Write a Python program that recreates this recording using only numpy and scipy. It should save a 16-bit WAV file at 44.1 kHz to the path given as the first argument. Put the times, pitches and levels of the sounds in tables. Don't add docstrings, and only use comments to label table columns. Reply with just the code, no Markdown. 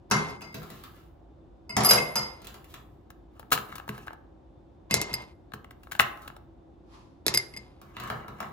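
import sys
import numpy as np
from scipy import signal
from scipy.fft import rfft, irfft
from scipy.io import wavfile

SR = 44100
rng = np.random.default_rng(int(sys.argv[2]) if len(sys.argv) > 2 else 0)


def put_to_file(sound):
    columns = np.atleast_2d(sound).T
    safe = np.clip(columns, -1, 1)
    whole_steps = np.round(safe * 32767)
    wavfile.write(sys.argv[1], SR, whole_steps.astype(np.int16))


def magnitude_from_level(level_db):
    exponent = np.asarray(level_db, float) / 20
    return 10 ** exponent


N = 375732
HZ = np.maximum(np.fft.rfftfreq(2 ** 19, 1 / SR), 1)

# [t/s, room level/dB, tumbler left over right/dB, upper counter modes level/dB]
DISTANCE = [
    (0.0, 2, 0.8, -2.5),
    (2.7, -1, -0.2, -2),
    (3.1, -12.5, 1, -8),
    (7.5, -12, 0, -18.5),
    (7.8, -1.5, 13, 0.5),
    (8.6, -3, 1, -2.8),
]
# [start t/s, end t/s]
CLOSE_SPAN = (3.0, 7.7)


def at_hz(points, hz):
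    points = np.array(points)
    return np.interp(np.log(hz), np.log(points[:, 0] + 1), points[:, 1])


def at_s(rows, s, column):
    rows = np.array(rows)
    return np.interp(s, rows[:, 0], rows[:, column])


def is_close(s):
    return CLOSE_SPAN[0] < s < CLOSE_SPAN[1]


def through(x, response):
    return irfft(rfft(x, 2 ** 19) * response)[..., :N]


def colour(spectrum):
    cepstrum = irfft(at_hz(spectrum, HZ[::128]) * np.log(10) / 20)
    cepstrum[1:2048] *= 2
    cepstrum[2049:] = 0
    pulse = irfft(np.exp(rfft(cepstrum)))
    return rfft(pulse / np.linalg.norm(pulse), 2 ** 19)


def lowpass(x, order, hz):
    return signal.sosfilt(signal.butter(order, hz, fs=SR, output="sos"), x)


def resonances(x, peaks):
    out = 0
    for k, (hz, width, db) in enumerate(peaks):
        r = np.exp(-np.pi * max(width, 5) / SR)
        a = [1, -2 * r * np.cos(2 * np.pi * hz / SR), r * r]
        b = [(1 - r * r) / 2, 0, (r * r - 1) / 2]
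        out = out + (-1) ** k * magnitude_from_level(db) * signal.lfilter(b, a, x + 1e-18)
    return out


def add(track, s, sound):
    i = round(s * SR)
    track[..., i:i + sound.shape[-1]] += sound[..., :N - i]


def dying(t60, rise=0.00011):
    t = np.arange(int(.8 * SR)) / SR
    return (1 - np.exp(-t / max(rise, 1e-5))) * magnitude_from_level(-60 * t / max(t60, .002))


def sides(pan_db):
    return magnitude_from_level(np.array([pan_db / 2, -pan_db / 2]))


def stroke(t, start, length):
    u = (t - start) / length
    peak, edge_db = 0.31, -18
    on = np.clip(np.minimum(u, 1 - u) * length / 0.016, 0, 1)
    away = np.maximum(1 - u / peak, (u - peak) / (1 - peak))
    return on * magnitude_from_level(edge_db * np.clip(away, 0, 1))


def uneven_grains(per_s, uneven_db, floor):
    strength = magnitude_from_level(uneven_db * np.minimum(rng.exponential(1, N), 5))
    return strength * (rng.random(N) < per_s / SR) + floor


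def struck(modes, levels_db, chance, rise):
    t = np.arange(int(.8 * SR)) / SR
    return sum(magnitude_from_level(db + 2 * z) * dying(t60, rise) * np.sin(2 * np.pi * hz * t + 2 * z)
               for (hz, t60), db, z in zip(modes, levels_db, chance))


def tumbler():
    # [t/s, crack peak level/dB, counter thud level/dB, ring level/dB, sharpness/dB per family]
    far_clinks = [(0.1005, -44, -35.5, -60.5, -1), (0.1115, -5, -23, -39, -13), (0.2838, -34, -43, -58, -3),
                  (0.4174, -29.5, -56.5, -47, -4.5), (1.6937, -33, -39.5, -40, -4),
                  (1.7664, -5.5, -18.5, -50.5, -9.5), (1.806, -15.5, -32.5, -42, -4),
                  (1.8344, -14.5, -44, -37, 13.5), (1.8467, -8, -39, -19, 11),
                  (1.8911, -11, -34.5, -21.5, 5.5), (1.9084, -0.5, -25.5, -19.5, 7),
                  (1.9324, -11.5, -34.5, -20.5, 7), (1.9613, -22, -36, -48.5, 5.5),
                  (1.9774, -24.5, -32, -33.5, -9), (2.156, -10, -33.5, -25.5, 3.5)]
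    near_clinks = [(4.9101, -15.5, -21, -33.5, -7.5), (4.9409, -3, -23.5, -39, -4.5),
                   (4.965, -25, -24, -35.5, -6), (5.015, -12, -32, -46, -14),
                   (5.111, -53, -32.5, -53.5, -16.5), (5.131, -27, -33.5, -60, -3),
                   (5.1391, -23, -41, -25, 1.5), (5.22, -49, -43, -58, -10), (7.2648, -7.5, -32, -33.5, 20),
                   (7.2811, -10, -30, -34.5, -3), (7.3399, -15, -31, -24.5, -1.5),
                   (7.346, -15, -34.5, -23.5, 6.5), (7.3738, -15, -52.5, -16, 5.5),
                   (7.538, -45, -47, -50.5, -8.5), (7.5642, -33.5, -62.5, -49.5, -10.5),
                   (7.572, -37.5, -40, -36, -2)]
    # [f/Hz, level/dB per Hz]
    crack_near = [(180, -42), (300, -2.5), (1590, -11), (2120, -7), (2870, -12.5), (3630, -5), (6880, -5),
                  (9160, -7), (11200, -3.5), (15200, -12), (16800, -32)]
    # [f/Hz, level/dB per Hz]
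    crack_far = [(180, -27.5), (300, -7), (1100, 0.5), (1600, -7.5), (3340, -12.5), (4830, -9.5),
                 (5620, -5.5), (9320, -15), (11200, -18.5), (13000, -51), (15700, -24.5), (16800, -67.5)]
    near, rasp, far, rings, thuds = np.zeros((5, N))
    hits = far_clinks + near_clinks
    chance, times = rng.standard_normal((len(hits), 29)), np.array(hits)[:, 0]
    for (s, crack_db, thud_db, wall_db, sharp_db), z in zip(hits, chance):
        base_db = thud_db + .5 * at_s(DISTANCE, s, 3)
        if is_close(s):
            base_db -= 15
            add(near, s, magnitude_from_level(crack_db - 1.0) * dying(0.0086))
            add(rasp, s, magnitude_from_level(crack_db - 14) * dying(0.065))
        else:
            add(far, s, magnitude_from_level(crack_db - 9.5) * (dying(0.017, rise=0.00064) + 0.25 * dying(0.064)))
        family_db = [wall_db - sharp_db, wall_db + 3.5, wall_db + sharp_db, base_db]
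        add(rings, s, ring(s, times[times > s], crack_db, family_db, z))
        add(thuds, s, thud(s, thud_db, z[15:]))
    tremble = lowpass(rng.standard_normal(N), 2, 45)
    rings *= magnitude_from_level(3.5 * tremble / tremble.std())
    white = rng.standard_normal(N)
    rasp = lowpass(rasp * white, 4, 11000)
    cracks = through(near * white + rasp, colour(crack_near)) + through(far * white, colour(crack_far))
    direct = (rings + thuds + cracks) * sides(at_s(DISTANCE, np.arange(N) / SR, 2))
    return direct, magnitude_from_level(-6.0) * lowpass(rings, 6, 12300) + thuds + lowpass(cracks, 6, 7900)


def ring(s, later_s, crack_db, family_db, chance):
    # [f/Hz, t60/s when empty, family 0 low 1 middle 2 high 3 thick base]
    glass_modes = [(2104, .65, 0), (2117, .4, 0), (2605, .12, 0), (2934, .2, 0), (4878, .36, 1),
                   (4937, .33, 1), (8490, .14, 1), (10840, .17, 2), (10918, .2, 2), (11555, .19, 2),
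                   (11590, .17, 2), (13870, .055, 2), (11160, .2, 3), (15300, .13, 3), (15480, .1, 3)]
    ringing_db = [-3, -14.5, -5, -13, -5.5, -2, -9, -6.5, -10.5, -11, -6.5, -5.5, -13.5, -10.5, -15.5]
    # [t/s, share of the empty t60]
    damping = [
        (0.1, 0.9),
        (1.6, 0.72),
        (2.2, 0.76),
        (4.9, 0.95),
        (5.14, 0.29),
        (7.26, 0.19),
        (7.6, 0.18),
    ]
    smother_db = [-4.5, -3.5]
    modes = [(hz, t60 * at_s(damping, s, 1)) for hz, t60, _ in glass_modes]
    lowered_db = np.maximum(crack_db - np.array(family_db) - 23, 0) * [1, 1, 1, 0]
    levels_db = [db + (family_db - lowered_db)[f] for (_, _, f), db in zip(glass_modes, ringing_db)]
    low = struck(modes[:4], levels_db[:4], chance[:4], rise=0.0012)
    rest = struck(modes[4:], levels_db[4:], chance[4:], rise=0.00022)
    t = np.arange(len(low)) / SR + s
    touched = sum(np.clip((t - u) / .002, 0, 1) for u in later_s[:8])
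    return low * magnitude_from_level(smother_db[0] * touched) + rest * magnitude_from_level(smother_db[1] * touched)


def thud(s, db, chance):
    # [f/Hz, level/dB, t60/s]
    slab = [(82.7, -8, 0.16), (124.3, -7, 0.25), (158, -6.5, 0.32), (204.5, 0.5, 0.11), (265, -4, 0.064),
            (357.4, -11.5, 0.15), (419.4, -8, 0.19), (491, -12, 0.11), (654, -5, 0.24), (840, -11, 0.051),
            (974.5, 1, 0.21), (980, 0, 0.18), (1167.6, -7, 0.18), (1400, -3.5, .06)]
    upper_db = at_s(DISTANCE, s, 3)
    levels_db = [db - 4.5 + level + (hz > 550) * upper_db for hz, level, _ in slab]
    modes = [(hz, min(t60, 50 / hz)) for hz, _, t60 in slab]
    return struck(modes, levels_db, chance, rise=0.0054)


def rolling():
    # [start t/s, length/s,
    # level/dB]
    rolls = [(0.087, 0.04, -58.5), (0.11, 0.27, -36.5), (1.77, 0.14, -33.5), (1.855, 0.19, -31),
             (2.0, 0.24, -43.5), (2.164, 0.3, -48), (4.894, 0.053, -35.5), (4.908, 0.2, -38),
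             (5.03, 0.23, -44), (5.145, 0.2, -49.5), (7.243, 0.046, -57), (7.263, 0.15, -40.5),
             (7.367, 0.6, -59.5)]
    # [f/Hz, level/dB per Hz]
    patter = [(250, -27), (500, -3), (1000, 5.7), (1400, -8), (2600, -7.5), (4500, -12), (7500, -26.5),
              (9200, -25.5), (11500, -25.5), (13000, -41.5)]
    t = np.arange(N) / SR
    press = sum(magnitude_from_level(db) * stroke(t, start, length) for start, length, db in rolls)
    ticks = uneven_grains(per_s=5000, uneven_db=2.0, floor=0.078)
    mid, side = rng.standard_normal((2, N))
    grains = mid + 0.17 * side * [[1], [-1]]
    return through(press * ticks / ticks.std() * grains, colour(patter))


def tray():
    # [f/Hz, width/Hz, level/dB]
    cup_modes = [(628, 540, -10), (824, 260, 0), (1090, 320, 4), (1260, 300, 5), (1530, 340, 4),
                 (2000, 550, 0), (2650, 800, -3), (3550, 1100, -9), (4560, 4600, -20.5)]
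    # [f/Hz, level/dB per Hz]
    snap_colour = [(2060, -9), (3500, -6.5), (5500, -12.5), (7850, -12.5), (8950, -16), (10500, -8.5),
                   (13100, -8.5), (15300, -1.5), (16300, -14.5), (16800, -25)]
    # [start t/s, length/s, body level/dB, snap level/dB]
    rubs = [(0.515, 0.34, -65, -50.5), (0.648, 0.3, -50.5, -48.5), (0.896, 0.21, -59, -53.5),
            (2.37, 0.29, -49.5, -65), (2.668, 0.13, -62, -45), (2.847, 0.28, -70, -70),
            (3.304, 0.21, -56, -61), (3.66, 0.2, -38, -58), (3.855, 0.3, -41.5, -47),
            (5.745, 0.43, -70, -58.5), (6.08, 0.17, -56, -71), (6.176, 0.18, -47.5, -47),
            (7.797, 0.25, -56, -62.5), (7.93, 0.32, -34.5, -59), (8.263, 0.4, -47, -58.5)]
    # [t/s, body peak level/dB, snap level/dB, counter thud level/dB, brightness/dB per octave]
    far_pops = [(0.408, -42, -50, -39, 8), (0.527, -57, -57, -61, -4), (0.543, -37.5, -36.5, -28.5, 11),
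                (0.618, -39, -62, -60, -4), (0.63, -63, -45.5, -46, 0.1), (0.702, -51, -42.5, -36.5, 4),
                (0.837, -37.5, -42.5, -54, 3.7), (2.418, -67.5, -49, -41, 0.1),
                (2.445, -61, -43.5, -46, 0.1), (2.47, -57, -38.5, -47.5, 3), (2.542, -39, -44, -44, -8.5),
                (2.643, -56, -48, -73, 4), (2.74, -29, -42.5, -45.5, 6), (7.815, -46, -48.5, -42, -14),
                (7.966, -25.5, -48.5, -35.5, 5.7), (7.999, -27.5, -40, -35, 3),
                (8.036, -38, -43, -36.5, -1), (8.075, -38, -45, -39, -3), (8.1, -17.5, -38.5, -26, -5),
                (8.119, -33, -68.5, -35, -3), (8.245, -41, -74, -42.5, -17), (8.281, -27.5, -47, -33.5, -2),
                (8.386, -44, -60, -52, -11), (8.403, -21, -38.5, -31.5, -7),
                (8.427, -29, -56.5, -36.5, 5.5)]
    close_pops = [(3.103, -37, -47.5, -49.5, -3), (3.395, -41.5, -45, -57, -18),
                  (3.428, -40, -66, -41, -11), (3.505, -47, -48, -47.5, 3), (3.516, -15, -29.5, -57, 0.2),
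                  (3.52, -10, -18, -25, -0.5), (3.528, -10, -19.5, -43, 6), (3.551, -20, -33, -29, -5),
                  (3.575, -16.5, -39.5, -49, -0.5), (3.586, -35, -47, -29, 13),
                  (3.688, -66, -57.5, -39, -4), (3.724, -31, -53, -36, -2.5), (3.755, -28.5, -37, -48, -6),
                  (3.781, -30, -44, -51, 4), (3.798, -30, -54.5, -55, -3), (3.878, -32.5, -47, -39.5, -12),
                  (3.89, -20.5, -36, -21, 3.5), (3.946, -39, -64, -50, -6), (3.978, -32, -46, -37, -7),
                  (4.066, -50, -52, -43, 6), (4.071, -29.5, -51.5, -64.5, -5.5), (4.0795, -23, -60, -65, 2),
                  (4.106, -39.5, -65, -53, -20), (4.131, -34.5, -54, -53, -7.3),
                  (5.519, -33, -64, -50.5, -1.5), (5.536, -23.5, -38.5, -26.5, -2),
                   (5.644, -34, -55.5, -47, 1.8), (5.708, -35.5, -48.5, -45, 1.3),
                   (5.833, -40.5, -51.5, -49, 2), (5.87, -34.5, -69, -60.5, -4.5),
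                   (5.913, -30, -44.5, -53, 0.5), (5.919, -21, -33, -48, 1),
                   (5.929, -30.5, -52, -42.5, -1.5), (5.95, -24, -43, -39, -1),
                   (5.964, -43, -51, -60.5, 0.1), (5.992, -13, -27, -23.5, 0.5),
                   (5.9955, 1.5, -27.5, -36.5, 6), (6.004, -7, -22.5, -30.5, -2.5),
                   (6.173, -36.5, -54, -55, 3.5), (6.219, -58.5, -53.5, -45.5, 1),
                   (6.277, -25, -40.5, -43, 1.5), (6.3, -32.5, -74, -43, -4),
                   (6.365, -41.5, -51, -54.5, -12)]
    cups, (snap, thuds) = np.zeros((len(cup_modes), 2, N)), np.zeros((2, 2, N))
    noise, short = rng.standard_normal((2, N)), int(.2 * SR)
    octaves = np.log2(np.array(cup_modes)[:, :1, None] / 1400)
    pops = far_pops + close_pops
    chances = rng.standard_normal((len(pops), 25))
    for (s, body_db, snap_db, thud_db, bright_db), (long, aside, *z) in zip(pops, chances):
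        z, t60 = np.array(z), 0.013 * np.exp(0.15 * long)
        pan_db = (3.5 if is_close(s) else 0.5) + 2.0 * aside
        side, i = sides(pan_db)[:, None], round(s * SR)
        burst = dying(t60, rise=0.0029)[:short] * np.resize(noise[0, i:], short)
        burst[60:72] += magnitude_from_level(8) * np.hanning(12)
        uneven_db = 2.5 * z[14:, None, None]
        add(cups, s, magnitude_from_level(body_db + 1.5 + bright_db * octaves + uneven_db) * side * burst)
        rasp = dying(4.6 * t60 * magnitude_from_level(0.2 * (snap_db + 33.5)))
        add(snap, s, side * magnitude_from_level(snap_db - 1.5) * (rasp + magnitude_from_level(1) * dying(.005)))
        add(thuds, s, thud(s, thud_db - 5.0, z))
    t = np.arange(N) / SR
    grit = uneven_grains(per_s=5000, uneven_db=0.9, floor=0.16)
    knots_db = 4 * rng.standard_normal((len(cup_modes), int(30 * N / SR) + 2))
    slips_db = np.array([np.interp(30 * t, np.arange(len(k)), k) for k in knots_db])
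    pressure = np.array([stroke(t, start, length) for start, length, _, _ in rubs]) * grit
    rub_body_db, rub_snap_db = np.array(rubs)[:, 2:].T
    cups += magnitude_from_level(rub_body_db) @ pressure * magnitude_from_level(8.0 + slips_db[:, None]) * noise[0]
    snap += magnitude_from_level(rub_snap_db - 4.5) @ pressure
    body = 0
    for kick, (hz, width, db) in zip(cups, cup_modes):
        once = resonances(kick, [(hz, width, db)])
        body = body + resonances(once, [(hz, width, 0)])
    return body + through(snap * noise[1], colour(snap_colour)) + thuds


def sleeve():
    # [f/Hz, level/dB per Hz]
    cloth = [(530, -46.5), (900, -4), (1040, -2.5), (1440, -17), (4970, -20.5), (9190, -34), (11200, -29),
             (13000, -54)]
    t = np.arange(N) / SR - 6.945
    level_db = -62.5 + np.minimum(268.5 * t, -99 * t)
    return magnitude_from_level(level_db + 9.0) * through(rng.standard_normal((2, N)), colour(cloth))


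def kitchen(x):
    # [f/Hz, t60/s, level/dB]
    walls = [(85, 0.91, -3.5), (157, 0.33, 4.5), (320, 0.71, 3.5), (683.5, 0.67, 2.5), (1260, 0.45, 2.5),
             (2760, 0.34, 1.5), (5260, 0.29, 1), (10910, 0.49, -7)]
    likeness = [.95, .93, .6, .05, .2, .05, .15, .4]
    t = np.arange(SR) / SR
    tail = 0
    for (hz, t60, db), alike, white in zip(walls, likeness, rng.standard_normal((len(walls), 2, SR))):
        edges = [hz / 2 ** .5, min(hz * 2 ** .5, 19000)]
        mid, side = signal.sosfilt(signal.butter(2, edges, "band", fs=SR, output="sos"), white)
        ears = np.sqrt(1 + alike) * mid + np.sqrt(1 - alike) * side * [[1], [-1]]
        tail = tail + ears * magnitude_from_level(db - 60 * t / t60)
    tail *= 1 - np.exp(-(t / 0.0018) ** 2)
    return through(x, rfft(tail / 40, 2 ** 19))


def hum():
    # [f/Hz, level/dB per Hz]
    rumble = [(12, -53), (20, -50), (48, 5.5), (210, -9.5), (337, -4), (459, -17), (527, -10.5), (642, -17),
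              (698, -12), (1290, -28), (1570, -32), (2140, -39), (3530, -40), (3950, -43.5), (12000, -62),
              (16000, -74)]
    # [f/Hz, width/Hz, level/dB]
    appliance = [(328.7, 15, -64), (3550, 21, -92.5)]
    # [f/Hz, share 0-1]
    likeness = [(30, .95), (60, .92), (130, .8), (290, .68), (640, .1), (1400, .2), (3100, 0), (15000, .2)]
    mid, side, tone = rng.standard_normal((3, N))
    alike = np.clip(at_hz(likeness, HZ), 0, 1)
    shape = magnitude_from_level(at_hz(rumble, HZ))
    shape *= magnitude_from_level(-53.5) / np.sqrt(np.mean(shape ** 2))
    mid = through(mid, shape * np.sqrt(1 + alike))
    side = through(side, shape * np.sqrt(1 - alike))
    tones = 0
    for hz, width, db in appliance:
        tones = tones + magnitude_from_level(db) * np.sqrt(SR / np.pi / width) * resonances(tone, [(hz, width, 0)])
    return (mid + side * [[1], [-1]]) / np.sqrt(2) + tones


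def scene():
    # [f/Hz, left lead/radians]
    ports = [(0, 0), (250, .15), (450, 1.3), (700, 1.9), (1400, 1.3), (2800, 1.8), (5600, 1.5), (9500, .9),
             (12000, 1.6), (14000, 2.1), (16500, 2.2)]
    (glass, glass_to_walls), plastic = tumbler(), tray()
    lead = np.exp(.5j * np.interp(HZ, *np.transpose(ports)) * [[1], [-1]])
    room_gain = magnitude_from_level(at_s(DISTANCE, np.arange(N) / SR, 1))
    wet = kitchen((glass_to_walls + plastic.mean(axis=0)) * room_gain)
    return through(glass + plastic + rolling(), lead) + wet + sleeve() + hum()


def top_cut(x):
    return signal.sosfilt(signal.butter(12, 16980, fs=SR, output="sos"), x)


def record(dry):
    # [f/Hz, width/Hz, depth 0-1]
    dips = [(9200, 1300, .98), (13200, 1500, .96)]
    for hz, width, depth in dips:
        dry = dry - depth * resonances(dry, [(hz, width, 0)])
    rounded = .95 * np.tanh(dry / .95)
    return top_cut(lowpass(rounded, 12, 16050))


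dry = scene()
out = record(dry)
put_to_file(out)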